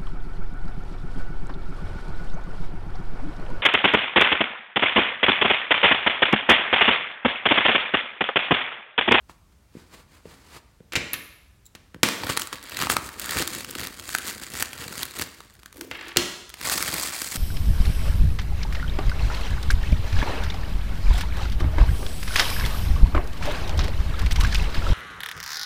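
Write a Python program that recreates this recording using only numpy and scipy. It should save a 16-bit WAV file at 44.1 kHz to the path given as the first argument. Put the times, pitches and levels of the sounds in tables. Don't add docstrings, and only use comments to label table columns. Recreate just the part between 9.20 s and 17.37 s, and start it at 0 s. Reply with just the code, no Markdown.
import sys
import numpy as np
from scipy import signal
from scipy.fft import rfft, irfft
from scipy.io import wavfile
from scipy.ndimage import uniform_filter1d

SR = 44100
rng = np.random.default_rng(int(sys.argv[2]) if len(sys.argv) > 2 else 0)


def digitize_waveform(pressure):
    field = np.atleast_2d(pressure).T
    bounded = np.clip(field, -1, 1)
    quanta = np.round(bounded * 32767).astype(np.int16)
    wavfile.write(sys.argv[1], SR, quanta)


N = 360297
TIME = np.arange(N) / SR
SHORT = TIME[:8192]
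CUTOFF_HZ = 15900

# when the foil gives in seconds, crackle in dB,
# build-up in seconds, finest crackle in dB, flapping in dB. The levels are relative.
PUSHES = [(3.041, -35.5, 0.021, -46, -31), (3.104, -26.5, 0.015, -30, -29),
          (3.211, -40, 0.024, -34.5, -38.5), (3.334, -35, 0.0078, -41, -39),
          (3.638, -29, 0.086, -34.5, -34.5), (3.713, -31.5, 0.016, -25.5, -27),
          (3.87, -54, 0.073, -41.5, -42.5), (4.02, -38, 0.0089, -35, -43),
          (4.118, -33, 0.063, -37.5, -34.5), (4.204, -28, 0.082, -29.5, -30), (4.392, -38, 0.2, -36, -42.5),
          (4.647, -37, 0.1, -40, -38.5), (4.95, -39.5, 0.078, -34.5, -46), (5.099, -35, 0.065, -33.5, -45),
          (5.241, -41, 0.063, -39.5, -43.5), (5.412, -34, 0.054, -31, -37.5),
          (5.619, -35.5, 0.024, -37.5, -42), (5.825, -37.5, 0.14, -37, -38),
          (6.018, -34.5, 0.05, -33.5, -36.5)]


def from_db(db):
    return 10 ** (np.asarray(db) / 20)


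def unit(x):
    return x / np.sqrt(np.sum(x ** 2) + 1e-20)


def at_level(x, db):
    return unit(x) * np.sqrt(.005 * SR) * from_db(db)


def at_hz(points, hz):
    row_hz, value = np.transpose(points)
    return np.interp(np.log(np.maximum(hz, 1)), np.log(row_hz), value)


def gains(rows):
    times, *columns = np.transpose(rows)
    inside = np.interp(TIME, [times[0] - .01, times[0], times[-1], times[-1] + .01], [0, 1, 1, 0])
    return [inside * from_db(np.interp(TIME, times, db)) for db in columns]


def response(tone, tilt=0, size=4096):
    hz = np.maximum(np.arange(size // 2 + 1) * SR / size, 1)
    db = at_hz(tone, hz) + tilt * np.log2(np.maximum(hz, 500) / 3000)
    db += 18 * np.minimum(np.log2(hz / tone[0][0]), 0)
    db -= 20 * np.clip(hz / CUTOFF_HZ - 1, 0, 1)
    cepstrum = irfft(np.log(from_db(db)))[:size // 2]
    return unit(irfft(np.exp(rfft(2 * cepstrum, size))))


def colour(x, impulse):
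    return signal.fftconvolve(x, impulse)[:len(x)]


def add(track, start_s, sound):
    i = int(round(start_s * SR))
    track[i:i + len(sound)] += sound[:N - i]


def dying(decay_s, t=SHORT):
    return rng.choice([-1, 1], len(t)) * np.exp(-t / decay_s)


def smooth_dying(decay_s):
    envelope, noise = np.exp(-SHORT / decay_s), dying(decay_s)
    for _ in range(8):
        even = irfft(np.exp(1j * np.angle(rfft(noise))))
        noise = envelope * np.tanh(even / (unit(envelope) + 1e-12))
    return noise


def ring(notes):
    return sum(from_db(db - 60 * SHORT / fade_s) * np.sin(2 * np.pi * hz * SHORT)
               for hz, db, fade_s in notes)


def drift(per_s):
    values = rng.standard_normal(4096)
    return np.interp(TIME * per_s, np.arange(len(values)), values)


def swell(peak_s, rise_s, fall_s):
    return np.exp(-np.maximum((peak_s - TIME) / rise_s, (TIME - peak_s) / fall_s))


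def rubbing(tone, rough_db):
    grip = from_db(rough_db * drift(150))
    return colour(unit(rng.standard_normal(N) * grip) * np.sqrt(N), response(tone))


def handling(hiss_db=1.5, bump_s=0.0028):
    # fastest moment in seconds, relative level in dB, seconds speeding up, seconds slowing.
    slips = [(0.099, -49.5, 0.0066, 0.024), (0.325, -64, 0.007, 0.0088), (0.57, -54.5, .03, .1),
             (0.743, -46, 0.022, 0.014), (0.8, -51, 0.032, 0.022), (0.955, -54.5, 0.049, 0.044),
             (1.085, -51.5, 0.028, 0.13), (1.373, -45.5, 0.078, 0.016)]
    # start in seconds, level in dB.
    bumps = [(0.552, -35.5), (0.568, -35.5), (1.0547, -36.5), (1.07, -44), (1.604, -41), (2.745, -37.5),
             (2.761, -39), (8.152, -29.5)]
    # frequency in Hz, relative level in dB.
    hiss_tone = [(120, -1.5), (260, 0), (450, -4.5), (720, -6.5), (1000, -3.5), (1500, -6), (2300, -7),
                 (3500, -12), (4700, -9), (5600, -15.5), (7500, -14), (15000, -23.5)]
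    bump_tone = [(60, -14), (170, -2), (300, -7.5), (480, -12.5), (800, -33), (3000, -40), (12000, -74)]
    speed = np.sqrt(sum((from_db(db) * swell(s, rise_s, fall_s)) ** 2 for s, db, rise_s, fall_s in slips))
    out = from_db(hiss_db) * speed * rubbing(hiss_tone, rough_db=2.0)
    for s, db in bumps:
        add(out, s, at_level(colour(dying(bump_s), response(bump_tone)), db))
    return out


def snaps(small_rows, crack_s=0.0013, shiver_s=0.0045, strain_s=0.0018, rise_s=0.00019):
    # start in seconds, relative level in dB, tilt in dB per octave.
    large_rows = [(0.0962, -43, -7), (2.745, -42, -2.5), (2.8876, -22.5, 1), (3.0353, -27, -4),
                  (3.0696, -29, -2.5), (3.0983, -23, -2), (3.167, -30, 1), (3.1734, -18, 0),
                  (3.1959, -26, 3.5), (3.2186, -25.5, 1.5), (3.2722, -33, 2), (3.3283, -28.5, -2.5),
                  (3.427, -46, 9), (3.4957, -37, 3), (3.59, -28, 0), (3.6153, -24, 1), (3.623, -22, -1),
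                  (3.6318, -32, 2), (3.67, -24, -2.5), (3.6993, -16, -1), (3.7233, -26, -2),
                  (3.767, -16, -2), (3.8901, -35, 0), (3.9969, -27.5, 5.5), (4.1873, -25, 3),
                  (4.2232, -23.5, 0.5), (4.2758, -25, 3), (4.4463, -32, 1.5), (4.5098, -33, 5),
                  (4.5526, -30.5, 0.5), (4.5851, -32, 1.5), (4.641, -37, 4), (4.671, -30, 1.5),
                  (4.7971, -35, 1.5), (4.8911, -30.5, 0.5), (4.9497, -17.5, -0.5), (4.9847, -27.5, 3),
                  (5.353, -34, 0.5), (5.4248, -18.5, 2.5), (5.5315, -34, 1), (5.831, -23.5, 1),
                  (5.8537, -34, 5), (5.9884, -31, 3), (5.9958, -28, 1), (6.205, -40, -1), (6.4323, -46, 0),
                  (6.4593, -39, 1), (6.527, -44.5, 2), (6.5701, -45, 3), (6.6107, -32, 0.5),
                  (7.2935, -43, 3), (7.301, -40.5, 1), (7.3409, -35, 2), (7.4129, -32.5, 0.5),
                  (7.4975, -22, 2), (7.6059, -30, -1.5), (7.6257, -21.5, 2.5), (7.7411, -24, 2),
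                  (8.0174, -28.5, -1)]
    # frequency in Hz, relative level in dB.
    foil_tone = [(100, -9.5), (290, 0.5), (520, -9.5), (800, -5), (1300, 5), (2200, -2), (3500, -3),
                 (5500, -7.5), (9500, -8), (15500, -14)]
    out = np.zeros(N)
    spreading = 1 - np.exp(-SHORT / rise_s)
    for s, db, tilt in list(large_rows) + small_rows:
        foil = response(foil_tone, tilt)
        octaves = 0.71 * tilt + 0.32 * rng.standard_normal()
        hz = min(2594 * 2 ** octaves, CUTOFF_HZ)
        crack = unit(dying(crack_s) * spreading)
        shiver = from_db(-11) * unit(dying(shiver_s))
        patch = from_db(-9) * unit(ring([(hz, 0, 6 / hz)]) * spreading)
        add(out, s, at_level(unit(colour(crack + shiver, foil)) + patch, db + 1))
        strain = colour(dying(strain_s), foil)[::-1]
        add(out, max(s - SHORT[-1], 0), at_level(strain, db - 14)[-round(s * SR):])
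    return out


def scissors_on_table(thud_s=0.0234, scatter=0.039):
    # start in seconds, clatter in dB, its decay in seconds, its tilt in dB per octave,
    # thud in dB, ring of the steel in dB.
    knocks = [(1.722, -32.5, 0.011, 1.5, -65, -67), (1.734, -29.5, 0.0093, -3, -55, -41),
              (1.7547, -18, 0.014, 2, -32, -52), (1.762, -21, 0.006, 0, -23.5, -60),
              (1.773, -53, 0.0061, -7, -42, -70), (1.933, -29.5, 0.013, 0, -39, -22),
              (1.94, -28.5, 0.0075, 1.5, -58, -32), (6.713, -29.5, 0.007, -3.5, -46, -49),
              (6.811, -36, 0.0059, -3, -68, -71), (6.882, -39, 0.0065, 7.5, -88, -70),
              (6.962, -25, 0.0043, -11.5, -42, -67), (6.970, -8.5, 0.0025, 6, -24, -48)]
    # time in seconds, then relative levels of scrape and drone in dB.
    drag = [(6.535, -66, -59), (6.545, -69, -39), (6.59, -59, -44), (6.65, -62, -38), (6.70, -55, -48),
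            (6.73, -41, -46), (6.80, -40.5, -58), (6.89, -37, -48), (6.95, -60, -65)]
    # pitch in Hz, relative level in dB, seconds to fade by 60 dB.
    table_notes = [(339, -6.5, 0.076), (1170, -7.5, 0.011), (2280, 6.5, 0.0094), (2620, 6, 0.0069),
                   (4100, 5, 0.007), (4540, -4, 0.0051), (7300, -1.5, 0.009)]
    steel_notes = [(10300, -5, 0.0059), (10330, 3, 0.012), (12930, 6, 0.013), (13400, -3, 0.009)]
    # frequency in Hz, relative level in dB.
    clatter_tone = [(90, -6.5), (240, -32), (350, -6), (520, -5), (950, -7.5), (1400, 1), (2700, 2.5),
                    (4000, -2), (5000, -5.5), (7200, -10), (9000, -17), (15500, -27.5)]
    thud_tone = [(45, -6), (105, 8), (200, 0), (350, -4), (600, -3), (2000, -120)]
    scrape_tone = [(700, -4.5), (1900, 3), (3200, -0.5), (5000, -11), (12000, -48)]
    drone_tone = [(260, -9), (335, -3), (430, -11), (550, -16), (800, -30), (2000, -31.5)]
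    scrape, drone = gains(drag)
    out = from_db(-1) * scrape * rubbing(scrape_tone, rough_db=6.5)
    out += from_db(-1) * drone * rubbing(drone_tone, rough_db=8.0)
    for s, db, decay_s, tilt, thud_db, ring_db in knocks:
        add(out, s, at_level(colour(smooth_dying(decay_s), response(clatter_tone, tilt)), db))
        notes = [(hz * (1 + scatter * rng.standard_normal()), level, fade_s)
                 for hz, level, fade_s in table_notes]
        add(out, s, at_level(ring(notes), db - 4))
        add(out, s, at_level(colour(smooth_dying(thud_s), response(thud_tone)), thud_db))
        add(out, s, at_level(ring(steel_notes), ring_db))
    return out


def blades(rub_s=0.006):
    # start in seconds, level in dB.
    rubs = [(2.449, -64), (2.455, -51), (2.4633, -45.5)]
    # frequency in Hz, relative level in dB.
    blade_tone = [(2800, -26), (3600, -12), (3950, 4), (4400, -17), (6500, -13), (7600, 6), (8400, -17),
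                  (11000, -7), (12000, -15), (13000, -12), (14500, -8)]
    out = np.zeros(N)
    for s, db in rubs:
        add(out, s, at_level(colour(dying(rub_s), response(blade_tone)), db))
    return out


def pops(rush_s=0.083):
    # start in seconds, bang in dB, its decay in seconds, escaping air in dB.
    stabs = [(2.5508, -38, 0.0052, -59), (2.8317, -8, 0.005, -15)]
    # frequency in Hz, relative level in dB.
    burst_tone = [(60, -10.5), (200, 4.5), (400, -2.5), (1000, -6), (1700, -3.5), (2700, -3), (4300, -6.5),
                  (7000, -10.5), (15500, -21)]
    out = np.zeros(N)
    for s, db, decay_s, air_db in stabs:
        bang = colour(smooth_dying(decay_s), response(burst_tone))
        rush = colour(dying(rush_s), response(burst_tone, tilt=0.75))
        add(out, s, at_level(bang, db) + at_level(rush, air_db))
    return out


def cutting(give_s=0.023, settle_s=0.052, settle_share=0.17):
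    letting_go = np.exp(-np.maximum(TIME - 5.87, 0) / 0.32)
    held = (TIME > 4) * from_db(-50) * letting_go
    power = np.tile(held ** 2, (3, 1))
    for s, db, build_s, fine_db, flap_db in PUSHES:
        push = (1 - settle_share) * swell(s, build_s, give_s) + settle_share * swell(s, build_s, settle_s)
        power += np.outer(from_db([db, fine_db, flap_db]) ** 2, push ** 2)
    return np.sqrt(power)


def crackle(clicks, tone, low_hz, high_hz, decay_s, ring_db, patches=10):
    chosen = rng.integers(0, patches, N)
    out, t = np.zeros(N), SHORT[:512]
    for k, hz in enumerate(np.geomspace(low_hz, high_hz, patches)):
        note = np.sin(2 * np.pi * hz * t) * np.exp(-t * hz / 3)
        patch = unit(dying(decay_s, t)) + from_db(ring_db) * unit(note)
        out += signal.oaconvolve(clicks * (chosen == k), patch)[:N]
    out = colour(out, response(tone))
    power = uniform_filter1d(out ** 2, size=3300)
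    return out / np.sqrt(np.maximum(power, 1e-12))


def crinkling(drive, spread_db, clump_db, coarse_db, fine_db, flap_db, per_s=1700):
    # frequency in Hz, relative level in dB.
    coarse_tone = [(250, -25), (520, 0), (760, -0.5), (1250, 1), (2000, 2.5), (3500, -2.5), (4800, -1),
                   (7000, -37), (14000, -14)]
    fine_tone = [(2000, -4.5), (4500, 4.5), (7000, 5), (9700, 2), (11800, -2.5), (13000, 1.5),
                 (16000, -2.5)]
    flap_tone = [(35, -27), (65, -1), (110, -4), (160, -5), (290, -3.5), (420, -6.5), (600, -12),
                 (1200, -29)]
    coarse_gain, fine_gain, flap_gain = drive
    effort = np.sqrt(fine_gain / np.max(fine_gain))
    gives_way = rng.random(N) < per_s * (.15 + effort) / SR
    size_db = spread_db * np.minimum(rng.exponential(1, N), 4) + clump_db * (drift(150) + drift(60))
    clicks = gives_way * from_db(size_db) * rng.choice([-1, 1], N)
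    coarse = coarse_gain * crackle(clicks, coarse_tone, 1145, 5440, decay_s=0.00089, ring_db=-6.5)
    fine = fine_gain * crackle(clicks, fine_tone, 7660, 15000, decay_s=0.0013, ring_db=-4.0)
    flap = flap_gain * rubbing(flap_tone, rough_db=6.0)
    return from_db(coarse_db) * coarse + from_db(fine_db) * fine + from_db(flap_db) * flap


def small_snaps(crackle_gain, cut_end_s=6.1, snaps_per_s=12, ticks_per_s=16):
    after_cut = TIME > cut_end_s
    per_s = np.where(after_cut, ticks_per_s, snaps_per_s * (TIME > PUSHES[0][0]))
    starts = np.flatnonzero(rng.random(N) < per_s / SR)
    crackle_db = 20 * np.log10(crackle_gain[starts] + 1e-9)
    db = np.where(after_cut[starts], -54.5, crackle_db + 7.5)
    tilt = rng.normal(2.26, 2.06, len(starts))
    return list(zip(starts / SR, db, tilt))


def crumpling(flap_db=-7.5):
    # time in seconds, then relative levels of crackle and finest crackle in dB.
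    squeeze = [(7.37, -53, -58.5), (7.45, -32, -34.5), (7.53, -30.5, -28), (7.6, -34, -33.5),
               (7.75, -32.5, -35.5), (7.84, -35, -31.5), (7.92, -36.5, -38), (8.03, -39, -34.5),
               (8.1, -42.5, -38.5), (8.165, -33, -32)]
    coarse, fine = gains(squeeze)
    return np.array([coarse, fine, from_db(flap_db) * coarse])


def background(level_db=-57):
    # frequency in Hz, relative level in dB.
    rumble_tone = [(44, -8), (54, -4.5), (75, -5), (120, -14.5), (220, -21.5), (500, -30.5), (1400, -33.5),
                   (3000, -38), (8000, -41), (15500, -46.5)]
    return from_db(level_db) * colour(rng.standard_normal(N), response(rumble_tone))


def room(x, build_s=0.0011, bands=11):
    # frequency in Hz, seconds for the echo to fade by 60 dB.
    fade_times = [(100, 0.63), (260, 0.64), (700, 0.81), (1840, 0.73), (4850, 0.78), (8500, 0.73),
                  (13000, 0.62)]
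    # frequency in Hz, relative level in dB.
    wall_tone = [(60, -14.5), (200, 2), (600, 1), (1200, 2.5), (3000, 0), (5000, -2), (10000, -5.5),
                 (16000, -5)]
    t, tail = TIME[:SR], 0
    edges = np.geomspace(60, 18000, bands + 1)
    for low, high in zip(edges, edges[1:]):
        band_filter = signal.butter(2, [low, high], "band", fs=SR, output="sos")
        band = signal.sosfilt(band_filter, rng.standard_normal(SR))
        tail += band * from_db(-60 * t / at_hz(fade_times, np.sqrt(low * high)))
    tail *= 1 - np.exp(-t / build_s)
    return colour(x, unit(colour(tail, response(wall_tone))))


def scene():
    cut, squeeze = cutting(), crumpling()
    near = crinkling(cut, spread_db=3.5, clump_db=1.5, coarse_db=0.5, fine_db=-0.2, flap_db=-0.5)
    near += crinkling(squeeze, spread_db=3.0, clump_db=2.0, coarse_db=0.0, fine_db=2.0, flap_db=-1.2)
    near += handling() + blades()
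    bang, table, rumble = pops(), scissors_on_table(), background()
    near += snaps(small_snaps(cut[0] + squeeze[0]))
    echo = room(from_db(-15) * near + from_db(-11) * bang + from_db(-8) * table)
    return (near + bang + table + echo + rumble)[None]


def record(dry):
    rounded = 1.1 * np.tanh(dry / 1.1)
    return signal.sosfilt(signal.ellip(10, .1, 70, CUTOFF_HZ, fs=SR, output="sos"), rounded)


dry = scene()
out = record(dry)
digitize_waveform(out)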